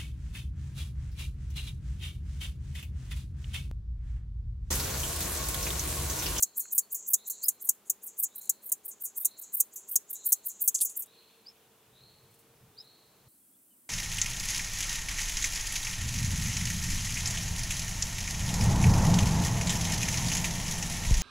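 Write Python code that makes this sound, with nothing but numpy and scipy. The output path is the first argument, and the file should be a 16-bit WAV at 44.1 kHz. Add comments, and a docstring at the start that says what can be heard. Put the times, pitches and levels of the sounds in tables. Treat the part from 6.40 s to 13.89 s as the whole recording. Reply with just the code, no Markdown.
"""A meadow, with a grasshopper singing close by: the peg rows of its hind legs rasp up and down the
wing veins and set the wings ringing. The song ends in a scuffle, with knocks on stems and rustles of
legs on grass. Behind it lie a soft hush, a fly's faint hum and far birds that wheeze, whistle, chirp
and twitter. Wind rumbles in late; near the end the background cuts to a quieter, hissier spot."""
import sys
import numpy as np
from scipy import signal
from scipy.fft import rfft, irfft, next_fast_len
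from scipy.io import wavfile

SR = 44100
rng = np.random.default_rng(int(sys.argv[2]) if len(sys.argv) > 2 else 0)


def file_out(sig):
    """Save sig as 16-bit WAV at sys.argv[1]."""
    # one column per channel
    cols = np.atleast_2d(sig).T
    # limit, then scale
    lim = np.clip(cols, -1, 1)
    pcm = np.round(lim * 32767).astype(np.int16)
    wavfile.write(sys.argv[1], SR, pcm)


N = 330309
T = np.arange(N) / SR
CUT_S = 6.882

# Resonances of wing ring, body, lower and upper rasp: pitch_hz, width_hz, relative_db
RING_MODES = [(5960, 410, -11), (6740, 597, 6.5), (7640, 610, 4), (8390, 590, -6.5)]
BODY_MODES = [(4600, 430, -3), (5700, 670, 5)]
LOWER_RASP_MODES = [(8470, 946, 0.16), (9750, 300, 2.1), (10790, 890, -4)]
UPPER_RASP_MODES = [(12210, 2050, 2.24), (13200, 2140, 2.2), (14910, 860, 2)]
# Faster strokes are louder: rasp_db, pegs_per_s
PEG_RATES = [(-60, 450), (-44.5, 1000), (-25, 2200)]

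# The song runs lift, sweep, lift, press, snap. Level triples are offsets at a stroke's start, turn and
# end. Tilt is lower rasp over upper rasp; its pairs are start and end.
# Lifts, the leg swings up, swelling and brightening: start_s, rise_ms, fall_ms, rasp_db, ring_db
LIFTS = [(0.1598, 20.9, 7, -25.5, -49), (0.311, 23, 4.7, -25, -45), (0.5109, 17.7, 9.9, -29.5, -49.5),
         (0.664, 25.7, 4.2, -28, -44.5), (0.8629, 16.6, 9.2, -33, -45.5), (1.0224, 19.3, 6.5, -27, -43),
         (1.2043, 20.5, 7.5, -36.5, -54), (1.6242, 16.5, 12.4, -39.5, -59), (1.7721, 28.4, 9.4, -25.5, -56),
         (1.9492, 10.8, 12, -38.5, -57), (2.221, 26.9, 3, -45.5, -69), (2.443, 17, 7.7, -34.5, -63.5),
         (2.6026, 20.7, 3, -33.5, -58), (2.7557, 24.4, 10.2, -29, -53), (2.9788, 20.2, 2.45, -37.5, -56),
         (3.1237, 26.2, 6.4, -24, -57), (3.3298, 9.1, 15.2, -50, -54), (3.4794, 15.0, 11.9, -37, -52),
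         (3.6929, 16.4, 7, -32, -51), (3.8443, 23.7, 9.2, -22, -45.5), (4.0438, 28.6, 1.47, -27, -55),
         (4.201, 20.3, 8, -23.5, -44.5), (4.5563, 18, 5.6, -27, -48.5)]
LIFT_START_DB, LIFT_START_SHARE, LIFT_END_DB = -47, .37, -6   # start = base + share of the peak
LIFT_RING_DB, LIFT_TILT_DB = (0, -5, -15), (5.5, -13.5)
# Sweeps, the leg comes slowly down, dulls and drags on:
# start_s, rise_ms, fall_ms, rasp_db, ring_delay_ms, ring_db, drag_db
SWEEPS = [(0.1927, 3.84, 68, -27, 12, -39, -50.5), (0.5437, 1.7, 65, -28.5, 6.2, -36, -46.5),
          (0.8976, 1.68, 62.5, -28.5, 5.55, -35.5, -50), (1.6577, 15.2, 36.7, -37, 22.4, -45, -59.5),
          (1.8252, 16.6, 27, -23, 13.3, -31.5, -63.5), (2.4789, 8.9, 50, -35.5, 35.4, -44, -64.5),
          (2.636, 16.9, 50, -31, 20.4, -38.5, -65), (3.0113, 12, 39, -41.5, 23.7, -44.5, -55.5),
          (3.3572, 4.7, 57, -38.5, 5.1, -39, -56), (3.728, 3, 59, -32, 27.4, -41, -53),
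          (4.0818, 1.29, 56, -32.5, 15.9, -39.5, -53.5), (4.4463, 5.0, 48, -26, 9.7, -32.5, -59)]
SWEEP_START_DB, SWEEP_END_DB, SWEEP_RING_START_DB, SWEEP_TILT_DB = -7, -63.5, -10, (-9, 12)
# Presses, a bright even rub at the top of the swing: start_s, rise_ms, hold_ms, rasp_db
PRESSES = [(0.3449, 4.15, 22.9, -29), (0.7001, 2.94, 26.3, -30), (1.055, 3.7, 17.2, -31.5),
           (1.2399, 15, 9.8, -34.5), (1.814, 3.03, 7.7, -36.5), (1.978, 2.6, 16.6, -37.5),
           (2.2546, 10.7, 20, -38), (2.797, 9.1, 31.2, -33.5), (3.1654, 4.4, 23.8, -31),
           (3.511, 2.8, 33.3, -32), (3.8837, 7, 19.2, -29), (4.2373, 2.16, 29.4, -30.5),
           (4.5875, 8.9, 17.8, -31.5)]
PRESS_RASP_DB, PRESS_RING_DB, PRESS_TILT_DB = (-10.5, 0, -7), (-37, -39, -29), (-10.5, -9.5)
# Snaps, the leg slams down: start_s, hold_ms, start_rasp_db, turn_rasp_db, ring_db
SNAPS = [(0.024, 9.1, -17.5, -21.5, -18), (0.3792, 13.4, -16, -24, -25), (0.7332, 11, -19, -20.5, -18.5),
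         (1.0824, 7.4, -19, -19.5, -25.5), (1.2884, 5.54, -25, -16.5, -22),
         (1.4966, 3.73, -33.5, -20.5, -22.5), (2.0933, 3.77, -22, -21, -21), (2.318, 6.7, -26, -21.5, -29),
         (2.847, 9.8, -26.5, -19, -26.5), (3.2011, 6.7, -21, -18, -26.5), (3.5558, 5.55, -20.5, -19.5, -18),
         (3.9204, 9.6, -19, -18, -20), (4.2765, 9, -18, -19.5, -21)]
SNAP_FALL_DB_PER_MS, SNAP_END_DB, SNAP_TILT_DB = 1.38, -57, (-2, .5)
SNAP_RING_START_DB, SNAP_RING_END_DB = -9.5, -54
# Stray rubs and the closing scuffle: start_s, rise_ms, fall_ms, rasp_db, ring_db, tilt_db
SCRAPES = [(0.0, 4, 5.3, -33, -45, -1), (0.01, 2.42, 1.6, -32, -46, -1.5),
           (1.266, 7.9, 10.3, -39.5, -51, -2), (1.46, 22, 8, -58, -56.5, 6),
           (2.0125, 1.82, 21, -45.5, -52, -2), (2.034, 6.9, 10.5, -49, -55, 1),
           (2.0538, 2.67, 3.5, -48, -50, 0), (2.0706, 3.76, 1.2, -51, -50, 10),
           (2.2904, 7.4, 1.9, -35, -51, -3), (2.304, 3.5, 8, -52, -70, -2.5),
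           (3.1963, 1.2, 1.5, -30, -55, -3), (4.3436, 7.7, 8.1, -29.5, -24, 10),
           (4.364, 2.34, 18.6, -39, -36.5, 14), (4.387, 3.1, 11, -41.5, -43.5, 12.5),
           (4.4029, 1.5, 4, -38, -39, 12), (4.4088, 5.3, 25, -21, -39, 7.5),
           (4.4932, 1.28, 28, -43.5, -45.5, 9), (4.527, 3.8, 25, -57, -55, 12),
           (4.6199, 1.45, 17, -36.5, -46.5, -2)]
SCRAPE_RASP_DB, SCRAPE_RING_DB = (-6, 0, -7), (-8.5, 1.5, -3)

# Colour of the meadow hush: frequency_hz, relative_db
MEADOW_COLOUR = [(15, -59.5), (25, -27.5), (87, -13), (170, -10.5), (206, -3.5), (263, -9), (440, -3.5),
                 (520, -8), (1000, -10.5), (1900, -16.5), (3300, -17.5), (5000, -20.5), (8000, -20),
                 (16000, -19.5)]
# Its stereo width: frequency_hz, side_over_mid_db
MEADOW_WIDTH = [(60, -5), (180, -13.5), (550, -15.5), (1650, -12), (4970, -4.5), (15000, 2)]
# Its slow swell: time_s, gain_db
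MEADOW_SWELL = [(0.0, -1), (6.88, 0.5)]
# A fly on the wing: time_s, pitch_hz, level_db
FLY_PATH = [(0, 410, -82.5), (1.1, 413.4, -78), (1.4, 405, -83.5), (2.4, 410.6, -83), (4.1, 409.7, -80),
            (4.2, 447.4, -85), (4.25, 456.3, -72.5), (4.44, 441, -79.5), (4.76, 462, -74.5),
            (5.78, 443.2, -76), (5.93, 459.4, -71.5), (6.42, 446.7, -76), (6.45, 460, -81.5)]
# A far bird's wheezy rising calls: start_s, level_db, stretch_ratio
WHEEZES = [(-0.14, -65.5, 1.1), (0.743, -64, 1.07), (1.89, -66.5, .98), (2.81, -64, .85),
           (3.71, -64.5, 1.03), (4.639, -67, 1.01), (5.519, -65, 0.94), (6.339, -65, 1.05)]
# One wheeze before stretching: offset_s, pitch_hz, relative_db, trill_depth_hz
WHEEZE_SHAPE = [(0, 3709, -15.5, 30), (.04, 3780, -2, 78.8), (.1, 4080, -4, 160.8),
                (0.148, 4250, -1.5, 161.3), (.22, 4120, -11.5, 198.3), (.32, 4145, -16, 200.8),
                (.52, 4140, -21.5, 199.9)]
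# Clear bird notes: start_s, rise_ms, fall_ms, start_hz, end_hz, level_db
BIRD_NOTES = [(0.2, 38, 86, 4300, 4290, -61.5), (0.415, 24.3, 40, 4490, 4350, -62.5),
              (0.485, 35, 170, 4400, 4450, -73), (3.52, 30, 40, 3200, 3200, -70),
              (6.15, 58, 90, 5200, 5200, -81), (6.915, 18, 20, 4600, 4600, -81),
              (7.0, 50, 50, 3300, 3300, -86), (7.12, 30, 22, 3280, 3480, -81),
              (7.3, 28, 25, 3200, 2750, -76)]
# Rising chirps: start_s, climb_ms, top_hz, level_db
CHIRPS = [(1.027, 30.5, 5113, -44), (5.055, 46, 5266, -51), (6.371, 38, 5144, -49.5)]
# One chirp: climb_share, offset_from_top_hz, relative_db
CHIRP_SHAPE = [(0, -1000, -12), (.25, -500, -3.5), (.6, -150, -0.5), (1.02, 5, 0.5), (1.45, -200, -22)]
# Knocks on stems: start_s, peak_db, pitch_hz, t60_s
STEM_KNOCKS = [(0.2543, -46.5, 1470, 0.016), (4.349, -35, 4517, 0.018), (4.3584, -31.5, 3497, 0.011),
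               (4.3893, -32.5, 4140, 0.012), (4.4038, -37, 3510, 0.039), (4.413, -25.5, 4030, 0.017),
               (4.4198, -33, 3500, 0.012), (4.497, -46, 4600, .03)]
# Swell of the far twitter: time_s, level_db
TWITTER_SWELL = [(3.301, -84), (3.85, -83), (4.359, -75.5), (4.92, -73), (6.47, -87), (6.879, -90)]
# Its colour: frequency_hz, relative_db
TWITTER_COLOUR = [(1800, -28.5), (2500, -1), (3000, -4), (3500, -.5), (4500, -21.5)]
# Gusts of wind: time_s, level_db
GUSTS = [(4.599, -85), (5.001, -85.5), (5.42, -79.5), (5.498, -71), (5.71, -66), (6.12, -73.5),
         (6.219, -59), (6.339, -67), (6.4, -76.5), (6.72, -80), (6.819, -69.5), (6.881, -61.5)]
# Their colour: frequency_hz, relative_db
WIND_COLOUR = [(15, -53), (25, -16), (86, -4), (134, 4.5), (150, -0.5), (260, -17), (340, -40), (570, -120)]
# Their stereo width: frequency_hz, side_over_mid_db
WIND_WIDTH = [(30, -16), (200, -34)]
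# Legs rustling on grass: time_s, level_db, fall_ms
RUSTLES = [(4.66, -39.5, 13), (5.9119, -50, 20), (5.9417, -46.5, 23), (5.9907, -45.5, 30), (6.2, -60, 15.5),
           (6.419, -52, 14), (6.443, -49.5, 15.6), (6.539, -64, 12), (6.6706, -59, 11.6)]
# Their colour: frequency_hz, relative_db
RUSTLE_COLOUR = [(2940, -45), (5000, -17), (5790, -15), (8620, -3), (14800, -8), (16000, -1)]
# Colour of the quieter spot: frequency_hz, relative_db
QUIET_COLOUR = [(15, -59), (25, -27.5), (92, -16), (153, -18), (175, -11.5), (277, -6.5), (384, -16),
                (2220, -29), (2910, -27.5), (3920, -30.5), (6560, -25), (8360, -14.5), (16000, -16)]
# Its stereo width: frequency_hz, side_over_mid_db
QUIET_WIDTH = [(60, -14.5), (180, -26), (550, -12.5), (1650, -6), (4970, -6), (15000, 0)]


def amp(db):
    """dB to gain."""
    return 10 ** (np.asarray(db) / 20)


def envelope(outlines, lead_s=.00066, tail_s=.001, fade_db=25):
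    """Gain from (times_s, levels_db) outlines with faded edges; in an overlap the louder wins."""
    gain = np.zeros(N)
    for s, db in outlines:
        s = np.r_[s[0] - lead_s, s, s[-1] + tail_s]
        db = np.r_[db[0] - fade_db, db, db[-1] - fade_db]
        span = slice(max(int(s[0] * SR), 0), int(s[-1] * SR))
        gain[span] = np.maximum(gain[span], amp(np.interp(T[span], s, db)))
    return gain


def wander(rate_hz):
    """Smooth random drift, rms 1."""
    pole = np.exp(-2 * np.pi * rate_hz / SR)
    drift = signal.lfilter([1], [1, -2 * pole, pole * pole], rng.standard_normal(N + SR))[SR:]
    return drift / np.sqrt(np.mean(drift ** 2) + 1e-20)


def noise_bed(colour, width=((1, -99), (2, -99))):
    """Stereo noise of a given colour and width, mono by default; mid rms 1."""
    size = next_fast_len(N)
    log_hz = np.log(np.fft.rfftfreq(size, 1 / SR) + 1)
    mid_db, side_db = (np.interp(log_hz, np.log(hz), db) for hz, db in (zip(*colour), zip(*width)))
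    white = rfft(rng.standard_normal((2, size)))
    mid, side = irfft(white * amp([mid_db, mid_db + side_db]), size)[:, :N]
    return np.array([mid + side, mid - side]) / np.std(mid)


def tone(path, waver_hz, flutter_db, flutter_hz):
    """A sine along (time_s, pitch_hz, level_db) points, with wavering pitch and fluttering level."""
    s, hz, db = np.transpose(path)
    phase = 2 * np.pi * np.cumsum(np.interp(T, s, hz) + waver_hz) / SR
    flutter = amp(flutter_db * wander(flutter_hz))
    return np.sqrt(2) * envelope([(s, db)], lead_s=.01, tail_s=.01) * flutter * np.sin(phase)


def phrase(notes):
    """Join notes into one tone path, with silence around each."""
    return np.vstack([[(note[0][0] - .004, note[0][1], -110), *note,
                       (note[-1][0] + .004, note[-1][1], -110)] for note in notes])


def echoes(dry, t60_s, mid_db, side_db):
    """Direct sound plus a dying tail of reflections, partly different at the two ears."""
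    tail = rng.standard_normal((2, SR // 4)) * amp(-60 * T[:SR // 4] / t60_s)
    mid, side = signal.oaconvolve(dry[None], tail / np.linalg.norm(tail[0]), axes=1)[:, :N]
    return dry + amp(mid_db) * mid + amp(side_db) * side * [[1], [-1]]


def leg_strokes():
    """All strokes in order, as columns: times_s, rasp_db, ring_db (start, turn, end) and tilt_db."""
    rows = [(s, rise, fall, (LIFT_START_DB + LIFT_START_SHARE * db, db, db + LIFT_END_DB),
             np.add(ring, LIFT_RING_DB), LIFT_TILT_DB) for s, rise, fall, db, ring in LIFTS]
    rows += [(s, rise, fall, (db + SWEEP_START_DB, db, SWEEP_END_DB),
              (drag + SWEEP_RING_START_DB, drag, drag), SWEEP_TILT_DB)
             for s, rise, fall, db, _, _, drag in SWEEPS]
    rows += [(s, rise, hold, np.add(db, PRESS_RASP_DB), np.add(db, PRESS_RING_DB), PRESS_TILT_DB)
             for s, rise, hold, db in PRESSES]
    rows += [(s, hold, (db - SNAP_END_DB) / SNAP_FALL_DB_PER_MS, (attack, db, SNAP_END_DB),
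              (attack + SNAP_RING_START_DB, ring, SNAP_RING_END_DB), SNAP_TILT_DB)
             for s, hold, attack, db, ring in SNAPS]
    rows += [(s, rise, fall, np.add(db, SCRAPE_RASP_DB), np.add(ring, SCRAPE_RING_DB), (tilt, tilt))
             for s, rise, fall, db, ring, tilt in SCRAPES]
    rows.sort(key=lambda row: row[0])
    strokes = [(s + np.cumsum([0, rise, fall]) / 1000, *levels) for s, rise, fall, *levels in rows]
    return map(np.array, zip(*strokes))


def rasp_outline(times_s, levels_db, halfway_rise=.62, halfway_fall=.58):
    """One rub: a quick swell, the turn, a slowing fall; if it ends loud it drops at once."""
    start_s, turn_s, end_s = times_s
    start_db, turn_db, end_db = levels_db
    halt_db = -10 if end_db > -50 else 0
    return ([start_s, (start_s + turn_s) / 2, turn_s, (turn_s + end_s) / 2, end_s, end_s + .003],
            [start_db, start_db + halfway_rise * (turn_db - start_db), turn_db,
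             turn_db + halfway_fall * (end_db - turn_db), end_db, end_db + halt_db])


def drag_outlines(climb_db_per_ms=2.2, sag_db_per_ms=.37):
    """The wing rings up as a sweep slows and goes on faintly while the leg creeps."""
    for s, rise, fall, _, delay, ring, drag in SWEEPS:
        end = rise + fall
        times_ms = np.array([0, delay, end, end + 15.44, end + 62])
        start_db = ring - climb_db_per_ms * delay
        end_db = ring - sag_db_per_ms * (end - delay)
        yield s + times_ms / 1000, [start_db, ring, end_db, drag, drag - 7]


def peg_clicks(rasp):
    """Pegs tick unevenly over the vein; louder strokes click faster, with less plain rubbing noise."""
    rasp_db = 20 * np.log10(rasp + 1e-9)
    pegs_per_s = np.interp(rasp_db, *np.transpose(PEG_RATES))
    pegs_passed = np.cumsum(pegs_per_s * amp(2.5 * wander(300))) / SR
    clicks = np.diff(np.floor(pegs_passed), prepend=0)
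    clicks *= amp(rng.normal(0, .39, N)) * np.sqrt(SR / pegs_per_s)
    friction = np.interp(rasp_db, [-55, -30], [.75, .45])
    return np.sqrt(1 - friction ** 2) * clicks + friction * rng.standard_normal(N)


def resonate(drive, modes, band_hz):
    """Wing or body modes in parallel, alternating in sign, inside a steep band-pass."""
    drive = np.vstack([drive + 1e-18, np.arange(N) == 0])   # the added impulse sets unity noise gain
    ringing = 0
    for k, (hz, width_hz, db) in enumerate(modes):
        radius = np.exp(-np.pi * width_hz / SR)
        poles = [1, -2 * radius * np.cos(2 * np.pi * hz / SR), radius * radius]
        ringing += (-1) ** k * amp(db) * signal.lfilter([1 - radius, 0, radius - 1], poles, drive)
    ringing = signal.sosfilt(signal.butter(5, band_hz, "band", fs=SR, output="sos"), ringing)
    return ringing[:-1] / np.linalg.norm(ringing[-1])


def grasshopper():
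    """One train of peg clicks drives all wing resonances; slow rubbing rings low, fast rasps high."""
    times_s, rasp_db, ring_db, tilt_db = leg_strokes()
    rasp = envelope(map(rasp_outline, times_s, rasp_db), tail_s=.018)
    ring = envelope([*zip(times_s, ring_db), *drag_outlines()], tail_s=.019)
    # the leg creeps before a soft start, so the sound swells in ahead
    soft = rasp_db[:, 0] < -50
    ring = np.maximum(ring, envelope(zip(times_s[soft, :1], ring_db[soft, :1]), lead_s=.025))
    rasp = np.maximum(rasp, envelope(zip(times_s[soft, :1], rasp_db[soft, :1]), lead_s=.015))
    # faint unrelated noise through the same resonances, opposite at the two ears, slightly widens the song
    drive = np.array([peg_clicks(rasp), amp(-18) * rng.standard_normal(N)])
    # the rasp brightens as the leg swings up and dulls as it comes down
    tilt = amp(np.interp(T, times_s[:, ::2].ravel(), tilt_db.ravel()))
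    upper_rasp = rasp / np.sqrt(1 + tilt ** 2)
    body = 1.74 * ring ** 2   # only hard rubbing shakes the body, lower in pitch
    mid, side = (resonate(drive * ring, RING_MODES, band_hz=(5420, 8900))
                 + resonate(drive * body, BODY_MODES, band_hz=(4100, 6600))
                 + resonate(drive * upper_rasp * tilt, LOWER_RASP_MODES, band_hz=(8220, 12480))
                 + resonate(drive * upper_rasp, UPPER_RASP_MODES, band_hz=(11840, 17000)))
    return echoes(mid, t60_s=.24, mid_db=-30, side_db=-28) + side * [[1], [-1]]


def meadow_hush():
    """A soft, broad bed of noise that swells very slightly."""
    swell_db = np.interp(T, *np.transpose(MEADOW_SWELL))
    return amp(-64.5 + swell_db) * noise_bed(MEADOW_COLOUR, MEADOW_WIDTH)


def fly():
    """Wingbeats hum as one faint, unsteady tone."""
    return tone(FLY_PATH, waver_hz=6 * wander(12), flutter_db=1.71, flutter_hz=12.08)


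def bird_wheezes(trill_rate_hz=120):
    """A far bird's rising tone, trilled so fast that it blurs into a band."""
    offset_s, hz, shape_db, trill_depth_hz = np.transpose(WHEEZE_SHAPE)
    calls, depth_hz = [], 0
    for s, db, stretch in WHEEZES:
        times_s = s + offset_s * stretch
        calls.append(np.transpose([times_s, hz, db + shape_db]))
        depth_hz += np.interp(T, times_s, trill_depth_hz, left=0, right=0)
    trill_hz = depth_hz * np.sin(2 * np.pi * trill_rate_hz * T + wander(28.02))
    return tone(phrase(calls), waver_hz=trill_hz + 80 * wander(151), flutter_db=3.9, flutter_hz=204)


def bird_notes():
    """Clear whistles that hold or glide evenly as they swell and fade, and quick rising chirps."""
    notes = []
    for s, rise, fall, start_hz, end_hz, db in BIRD_NOTES:
        turn_hz = start_hz + (end_hz - start_hz) * rise / (rise + fall)
        notes.append([(s, start_hz, db - 11), (s + rise / 1000, turn_hz, db),
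                      (s + (rise + fall) / 1000, end_hz, db - 18.5)])
    for s, climb_ms, top_hz, db in CHIRPS:
        notes.append([(s + share * climb_ms / 1000, top_hz + bend_hz, db + shape_db)
                      for share, bend_hz, shape_db in CHIRP_SHAPE])
    return tone(phrase(sorted(notes)), waver_hz=60 * wander(150), flutter_db=3.5, flutter_hz=150.05)


def stem_knocks():
    """Each knock on a stem is a click and a dying puff of noise, about an octave wide."""
    track, t = np.zeros(N), T[:SR // 20]
    for s, db, hz, t60_s in STEM_KNOCKS:
        hit = (t == 0) + rng.standard_normal(len(t)) * amp(-60 * t / t60_s)
        band = signal.butter(3, [hz / 1.14, hz * 1.65], "band", fs=SR, output="sos")
        knock = signal.sosfilt(band, hit)
        start = int(s * SR)
        track[start:start + len(t)] += amp(db) * knock / abs(knock).max()
    return track


def far_twitter():
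    """Birds blurred by distance into a flickering band of noise."""
    flicker = amp(2.97 * wander(19))
    return envelope([np.transpose(TWITTER_SWELL)]) * flicker * noise_bed(TWITTER_COLOUR, MEADOW_WIDTH)


def wind():
    """Gusts buffet the microphone with a low, uneven rumble."""
    buffeting = amp(2 * wander(16))
    return envelope([np.transpose(GUSTS)]) * buffeting * noise_bed(WIND_COLOUR, WIND_WIDTH)


def leg_rustles():
    """Legs brush the grass in brief puffs of bright noise."""
    puffs = [([s - .003, s, s + ms / 1000], [db - 22, db - 12, db - 20]) for s, db, ms in RUSTLES]
    return envelope(puffs) * noise_bed(RUSTLE_COLOUR)[0]


def quiet_spot():
    """A steady bed with thinner mids and more hiss."""
    return amp(-63) * noise_bed(QUIET_COLOUR, QUIET_WIDTH)


def scene():
    """The singer close and almost dry, birds washed by distance, over a background that cuts once."""
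    near = grasshopper() + echoes(stem_knocks() + leg_rustles(), t60_s=.04, mid_db=-12, side_db=-20)
    wheezes = echoes(bird_wheezes(), t60_s=.8, mid_db=1.5, side_db=-28)
    notes = echoes(bird_notes(), t60_s=.06, mid_db=-10, side_db=-21)
    background = np.where(T < CUT_S, meadow_hush() + far_twitter() + wind(), quiet_spot())
    return near + fly() + wheezes + notes + background


def record(dry):
    """The top falls away near 16 kHz, then is cut steeply."""
    softened = signal.sosfilt(signal.cheby2(8, 22, 16150, fs=SR, output="sos"), dry)
    return signal.sosfilt(signal.cheby2(12, 60, 16900, fs=SR, output="sos"), softened)


dry = scene()
out = record(dry)
file_out(out)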